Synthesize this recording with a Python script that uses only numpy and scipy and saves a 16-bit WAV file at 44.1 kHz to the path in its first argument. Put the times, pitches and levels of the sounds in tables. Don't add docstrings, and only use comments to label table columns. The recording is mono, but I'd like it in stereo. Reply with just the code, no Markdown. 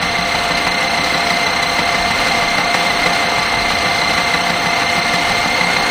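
import sys
import numpy as np
from scipy import signal
from scipy.fft import rfft, irfft, next_fast_len
from scipy.io import wavfile
from scipy.ndimage import uniform_filter1d

SR = 44100
rng = np.random.default_rng(int(sys.argv[2]) if len(sys.argv) > 2 else 0)


def dump_mix(stems):
    frames = np.atleast_2d(stems).T
    limited = np.clip(frames, -1, 1)
    pcm = np.round(limited * 32767).astype(np.int16)
    wavfile.write(sys.argv[1], SR, pcm)


def gain_from_db(level_db):
    decades = np.asarray(level_db, float) / 20
    return 10 ** decades


N = 260190
SIZE = next_fast_len(N + SR // 2)
HZ = np.arange(SIZE // 2 + 1) * SR / SIZE
T = np.arange(N) / SR

PINION_TEETH, GEAR_TEETH = 9, 68
# (centre [Hz], width [Hz], level under thumps [dB], level under rattle [dB])
SHELL_MODES = [(175, 17, 6, -42.5), (230.4, 64, -2.5, -39.5), (292.7, 7.8, -48, -40.5),
               (506, 35, -14.5, -36.5), (533, 5.7, -14, -46.5), (718, 37, 0, -37), (790, 67, -0.5, -34),
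               (877, 34, 7.5, -39), (1164, 44, 5.5, -33), (1412, 130, -9, -32), (1783, 140, -20, -34),
               (4100, 270, -35, -55), (5840, 90, -40, -45), (8100, 520, -40, -54)]


def level(x, db):
    return x * gain_from_db(db) / np.sqrt(np.mean(x ** 2))


def over_hz(points):
    hz, value = np.transpose(points)
    return np.interp(np.log(HZ + 1), np.log(hz), value)


def through(x, gain):
    return irfft(rfft(x, SIZE) * gain, SIZE)[..., :N]


def mode(hz, width_hz):
    return 1j * HZ * width_hz / (hz ** 2 - HZ ** 2 + 1j * HZ * width_hz)


def walk(rate_hz):
    hold = int(SR / rate_hz)
    steps = np.repeat(rng.standard_normal(N // hold + 1), hold)
    slewed = uniform_filter1d(uniform_filter1d(steps, hold), hold)
    return level(slewed[:N], 0)


def ports(pair):
    # (frequency [Hz], likeness at the two ports [0-1])
    likeness = [(60, 0.9), (130, 0.97), (330, 0.79), (640, 0.76), (1410, 0.09), (3100, 0.07), (6820, 0.01),
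                (15000, 0)]
    alike = np.sqrt(np.clip(over_hz(likeness), 0, 1))
    mid = np.sqrt(1 + alike) * pair[0]
    side = np.sqrt(1 - alike) * pair[1]
    return (mid + side * [[1], [-1]]) / np.sqrt(2)


def causal(gain):
    cepstrum = irfft(np.log(gain), SIZE)
    cepstrum[1:SIZE // 2] *= 2
    cepstrum[SIZE // 2 + 1:] = 0
    return np.exp(rfft(cepstrum))


def whine(gear, drift, force_db):
    # (multiple of tooth rate, level [dB], swing per gear turn [dB], lead [turns], right port early by [rad])
    partials = [(1, -27.5, 5, 0.067, 0.5), (2, -28, 11, 0.0, -0.96), (3, -38, 6.5, 0.053, 0.84),
                (4, -45.5, 1, .02, 0.16), (5, -58, 7, .02, 0.15), (6, -61.5, 8, .02, 0)]
    wobble_teeth, wobble_lead_turns, slack_teeth = 0.18, 0.32, 0.026
    wobble = wobble_teeth / GEAR_TEETH * np.sin(2 * np.pi * (gear + wobble_lead_turns))
    teeth = GEAR_TEETH * (gear + drift + wobble) + slack_teeth * walk(45) + 0.022 * walk(400)
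    out = 0
    for k, db, swing_db, lead_turns, early_rad in partials:
        angle = 2 * np.pi * (gear + lead_turns)
        sides_rad = np.array([0 * gear, early_rad + 0.12 * walk(60)])
        swell_db = swing_db * (np.cos(angle) + 0.088 * np.sin(2 * angle))
        swell_db = swell_db + 0.54 * walk(24.9) + 1.1 * walk(200)
        tone = np.sin(2 * np.pi * k * teeth + sides_rad)
        out = out + level(gain_from_db(swell_db + force_db / k) * tone, db)
    return out


def hum(gear, drift, speed_pct):
    # (multiple of shaft rate, level [dB])
    partials = [
        (1, -44),
        (3, -27.5),
        (5, -44),
        (6, -40),
        (12, -46),
    ]
    wobble_pct, fastest_at_turn = 0.8, 0.85
    stiffness, db_per_pct = 0.32, 1.45
    hunt = wobble_pct / (200 * np.pi) * np.sin(2 * np.pi * (gear - fastest_at_turn))
    shaft = GEAR_TEETH / PINION_TEETH * (gear + stiffness * drift + hunt) + 0.021 * walk(30)
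    swell_db = 1.1 * np.cos(2 * np.pi * (gear + 0.19)) + db_per_pct * speed_pct
    out = 0
    for k, db in partials:
        out = out + level(gain_from_db(swell_db + 1.44 * walk(16)) * np.sin(2 * np.pi * k * shaft), db)
    return out


def stitch(crank):
    # (share of the crank turn, width [turns], mesh force [dB])
    loads = [(.19, 0.024, 8), (.53, 0.11, 2.5), (.99, .06, 2.8)]
    brake_from, brake_to, free_at, top_speed_at = 0.114, 0.198, 0.36, 0.846
    before_pct, slowest_pct, free_pct, fastest_pct = 0.74, -2.51, -0.51, 1.114
    speed_pct = np.interp(crank, (brake_from, brake_to, free_at, top_speed_at),
                          (before_pct, slowest_pct, free_pct, fastest_pct), period=1)
    force_db = 0
    for share, width_turns, db in loads:
        away = (crank - share + 0.5) % 1 - 0.5
        force_db = force_db + db * np.exp(-(away / width_turns) ** 2)
    rattle_db = 0.37 * np.cos(2 * np.pi * (crank - 0.88))
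    return speed_pct, force_db, rattle_db


def knocks(crank):
    # (time [s], peak [dB], brightness [dB])
    stray = [(0.025, -23, -28), (0.349, -14, -16), (0.569, -19, -7), (0.984, -32, -33), (1.039, -19, -15),
             (1.305, -21, -16), (1.623, -18, -9), (1.79, -6, -24), (2.199, -20, -14), (2.27, -10, -17),
             (2.849, -10, -34), (2.909, -22, -30), (3.059, -17, -15), (3.374, -9, -23), (3.698, -14, -22),
             (4.09, -11, -22), (4.178, -10, -24), (4.5, -16, -21), (5.131, -16, -14.5), (5.289, -32, -26),
             (5.609, -30, -25)]
    s = T[np.flatnonzero(np.diff(np.floor(crank - 0.168)))]
    chance = rng.standard_normal((len(s), 2))
    peak_db = -10 + 4.5 * chance[:, 1]
    usual = np.transpose([s + 0.0022 * chance[:, 0], peak_db, -25 + 0 * s])
    return np.vstack([usual, stray])


def rattle(gear, crank, rattle_db):
    # (frequency [Hz], level [dB])
    spectrum = [(70, -37.5), (130, -19), (300, -15.5), (390, -14), (600, -14.5), (720, -10.5),
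                (1500, -12.5), (2500, -12.5), (4450, -17), (4900, -20), (6300, -25), (6800, -28.5),
                (8200, -27), (12500, -42.5)]
    total_db, knock_db, rise_s, decay_s = -18, 9.0, 0.0026, 0.0089
    tick_size = np.minimum(rng.exponential(size=(2, 1, N // 24 + 1)), 4)
    ticks_db = 1.9 * tick_size.repeat(24, axis=2)[..., :N]
    force = np.zeros((2, 1, N + 2048))
    force[..., :N] = gain_from_db(ticks_db + rattle_db - 2.5 + 0.073 * np.cos(2 * np.pi * gear))
    force[1, 0, :N] *= gain_from_db(0.46 * walk(30))
    fade = np.exp(-T[:2048] / decay_s) * np.minimum(T[:2048] / rise_s, 1)
    for s, db, bright_db in knocks(crank):
        start = int(s * SR)
        peaks = gain_from_db(db + knock_db + np.array([0, bright_db + 17.5]))
        force[:, 0, start:start + 2048] += np.outer(peaks, fade)
    dull, bright = rfft(force[..., :N] * rng.standard_normal((2, 2, N)), SIZE)
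    treble = HZ ** 4 / (HZ ** 4 + 2550.0 ** 4)
    push = np.sqrt(1 - treble) * dull + np.sqrt(treble) * bright
    broad = gain_from_db(over_hz(spectrum)) ** 2
    power = gain_from_db(total_db) ** 2 * broad / np.mean(broad)
    for hz, width_hz, _, db in SHELL_MODES:
        power = power + gain_from_db(db) ** 2 * np.abs(mode(hz, width_hz)) ** 4 * SR / width_hz
    return irfft(ports(push) * causal(np.sqrt(power)), SIZE)[:, :N]


def thumps(crank):
    # (share of the crank turn, level [dB])
    turnings = [
        (.2, -23),
        (0.391, -28),
    ]
    push_s = 0.00049
    blows = np.zeros(N)
    for share, db in turnings:
        at = np.flatnonzero(np.diff(np.floor(crank - share)))
        chance = rng.standard_normal((len(at), 2))
        hit = np.clip(at + (90 * chance[:, 0]).astype(int), 0, N - 1)
        blows[hit] = gain_from_db(db + 1.9 * np.clip(chance[:, 1], -2, 1.3))
    soft = np.exp(-(HZ * push_s) ** 2)
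    body = sum(gain_from_db(db) * mode(hz, width_hz) / width_hz for hz, width_hz, db, _ in SHELL_MODES)
    return 4600 * through(blows, soft * body)


def room():
    t = T[:SR // 2]
    paths = np.ones((2, len(HZ)), complex)
    for t60_s, db in ((0.015, 2.5), (0.57, -9.5)):
        echo = rng.standard_normal((2, len(t))) * np.exp(-np.log(1000) * t / t60_s)
        echo = echo / np.sqrt(np.sum(echo ** 2, axis=1, keepdims=True))
        paths += gain_from_db(db) * ports(rfft(echo, SIZE))
    table_echo_s, table_gain, table_from_hz = 0.001062, 0.2, 8000
    gain = table_gain * HZ ** 4 / (HZ ** 4 + table_from_hz ** 4)
    table = (1 + gain * np.exp(-2j * np.pi * HZ * table_echo_s)) / np.sqrt(1 + gain ** 2)
    return table * paths / np.sqrt(uniform_filter1d(np.abs(paths) ** 2, size=SIZE // 1500))


def rumble():
    # (time [s], rise [dB], length [s])
    gusts = [(.2, 5, .1), (.4, 14, .06), (.65, 7, .1), (1.82, 2, .05), (2.03, 13, .08), (2.2, 11, .04),
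             (2.452, 12, 0.14), (2.7, 8, .06), (2.98, 9, .1), (3.35, 3, .1), (3.63, 13, 0.073),
             (4.7, -9, .2), (5.13, -5, .05), (5.35, 11, 0.11), (5.8, 3, .12)]
    # (time [s], level [dB])
    traffic = [(0, -33.5), (.5, -39.5), (1.15, -40.5), (2.0, -35.5), (2.9, -42), (3.8, -33), (4.5, -36.5),
               (5.3, -37), (5.9, -39.5)]
    deep_db, gust_share = -46.5, 0.13
    gust_db = sum(db * np.exp(-((T - s) / length_s) ** 2) for s, db, length_s in gusts)
    traffic_db = np.interp(T, *np.transpose(traffic)) + gust_share * gust_db
    out = 0
    for db, hz, width_hz, side in ((deep_db + gust_db, 33, 22, 0.36), (traffic_db, 80, 90, 0.43)):
        mid, other = through(rng.standard_normal((2, N)), mode(hz, width_hz) ** 2)
        out = out + gain_from_db(db) * level(mid + side * other * np.array([[1], [-1]]), 0)
    return out


def scene():
    gear_turns = [(0.0, 0.12), (0.6, 18.47), (1.2, 36.77), (1.8, 55.11), (2.4, 73.49), (3.0, 91.89),
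                  (3.6, 110.28), (4.2, 128.63), (4.8, 146.99), (5.4, 165.45), (5.9, 181.04)]
    # (time [s], machine level [dB])
    run = [(0, -17.5), (1.2, -16.5), (2.9, -16), (4.4, -16.5), (5.9, -15.5)]
    space = room()
    gear = np.interp(T, *np.transpose(gear_turns))
    crank = gear * 9 / 44
    speed_pct, force_db, rattle_db = stitch(crank)
    drift = np.cumsum((speed_pct - speed_pct.mean()) / 100 * np.gradient(gear))
    machine = whine(gear, drift, force_db) + hum(gear, drift, speed_pct)
    machine = machine + rattle(gear, crank, rattle_db) + thumps(crank)
    run_db = np.interp(T, *np.transpose(run))
    return through(machine * gain_from_db(run_db - run_db.mean()), space) + rumble()


def gate(x):
    under_db, from_hz = 1.0, 4550
    hz, _, cells = signal.stft(x, SR, nperseg=2048)
    patch = uniform_filter1d(np.abs(cells) ** 2, size=5, axis=1)
    mask = uniform_filter1d(patch.mean(axis=(0, 2)), size=90) * gain_from_db(under_db) ** 2
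    depth = np.clip((hz - from_hz) / 6000, 0, 1) * 0.7 + 0.3 * (hz > from_hz)
    kept = cells * (patch > (mask * depth)[:, None])
    return signal.istft(kept, SR, nperseg=2048)[1][:, :N]


def low_pass(x):
    return signal.sosfilt(signal.butter(12, 16770, fs=SR, output="sos"), x)


def record(dry):
    # (frequency [Hz], left minus right [dB])
    port_tilt = [(60, -.5), (380, -0.5), (700, 2.5), (1290, 0), (2380, 2), (3600, -2.5), (4200, 1),
                 (7000, -1), (8800, 6), (9700, 7), (10800, 7.5), (13200, 0), (14500, 13.5)]
    tilt_db = over_hz(port_tilt) / 2
    left = gain_from_db(tilt_db) * (1 + 1.04 * mode(14940, 820)) * (1 + 0.9 * mode(2052, 81)) * (1 + 0.38 * mode(4140, 91))
    right = gain_from_db(-tilt_db) * (1 + 1.68 * mode(2103, 30)) * (1 + 0.5 * mode(4125, 67))
    heard = np.clip(through(dry, np.array([left, right])) * gain_from_db(0.97), -1, 1)
    top = 1 / np.sqrt(1 + (HZ / 15450) ** 300)
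    return low_pass(through(gate(heard), top))


dry = scene()
out = record(dry)
dump_mix(out)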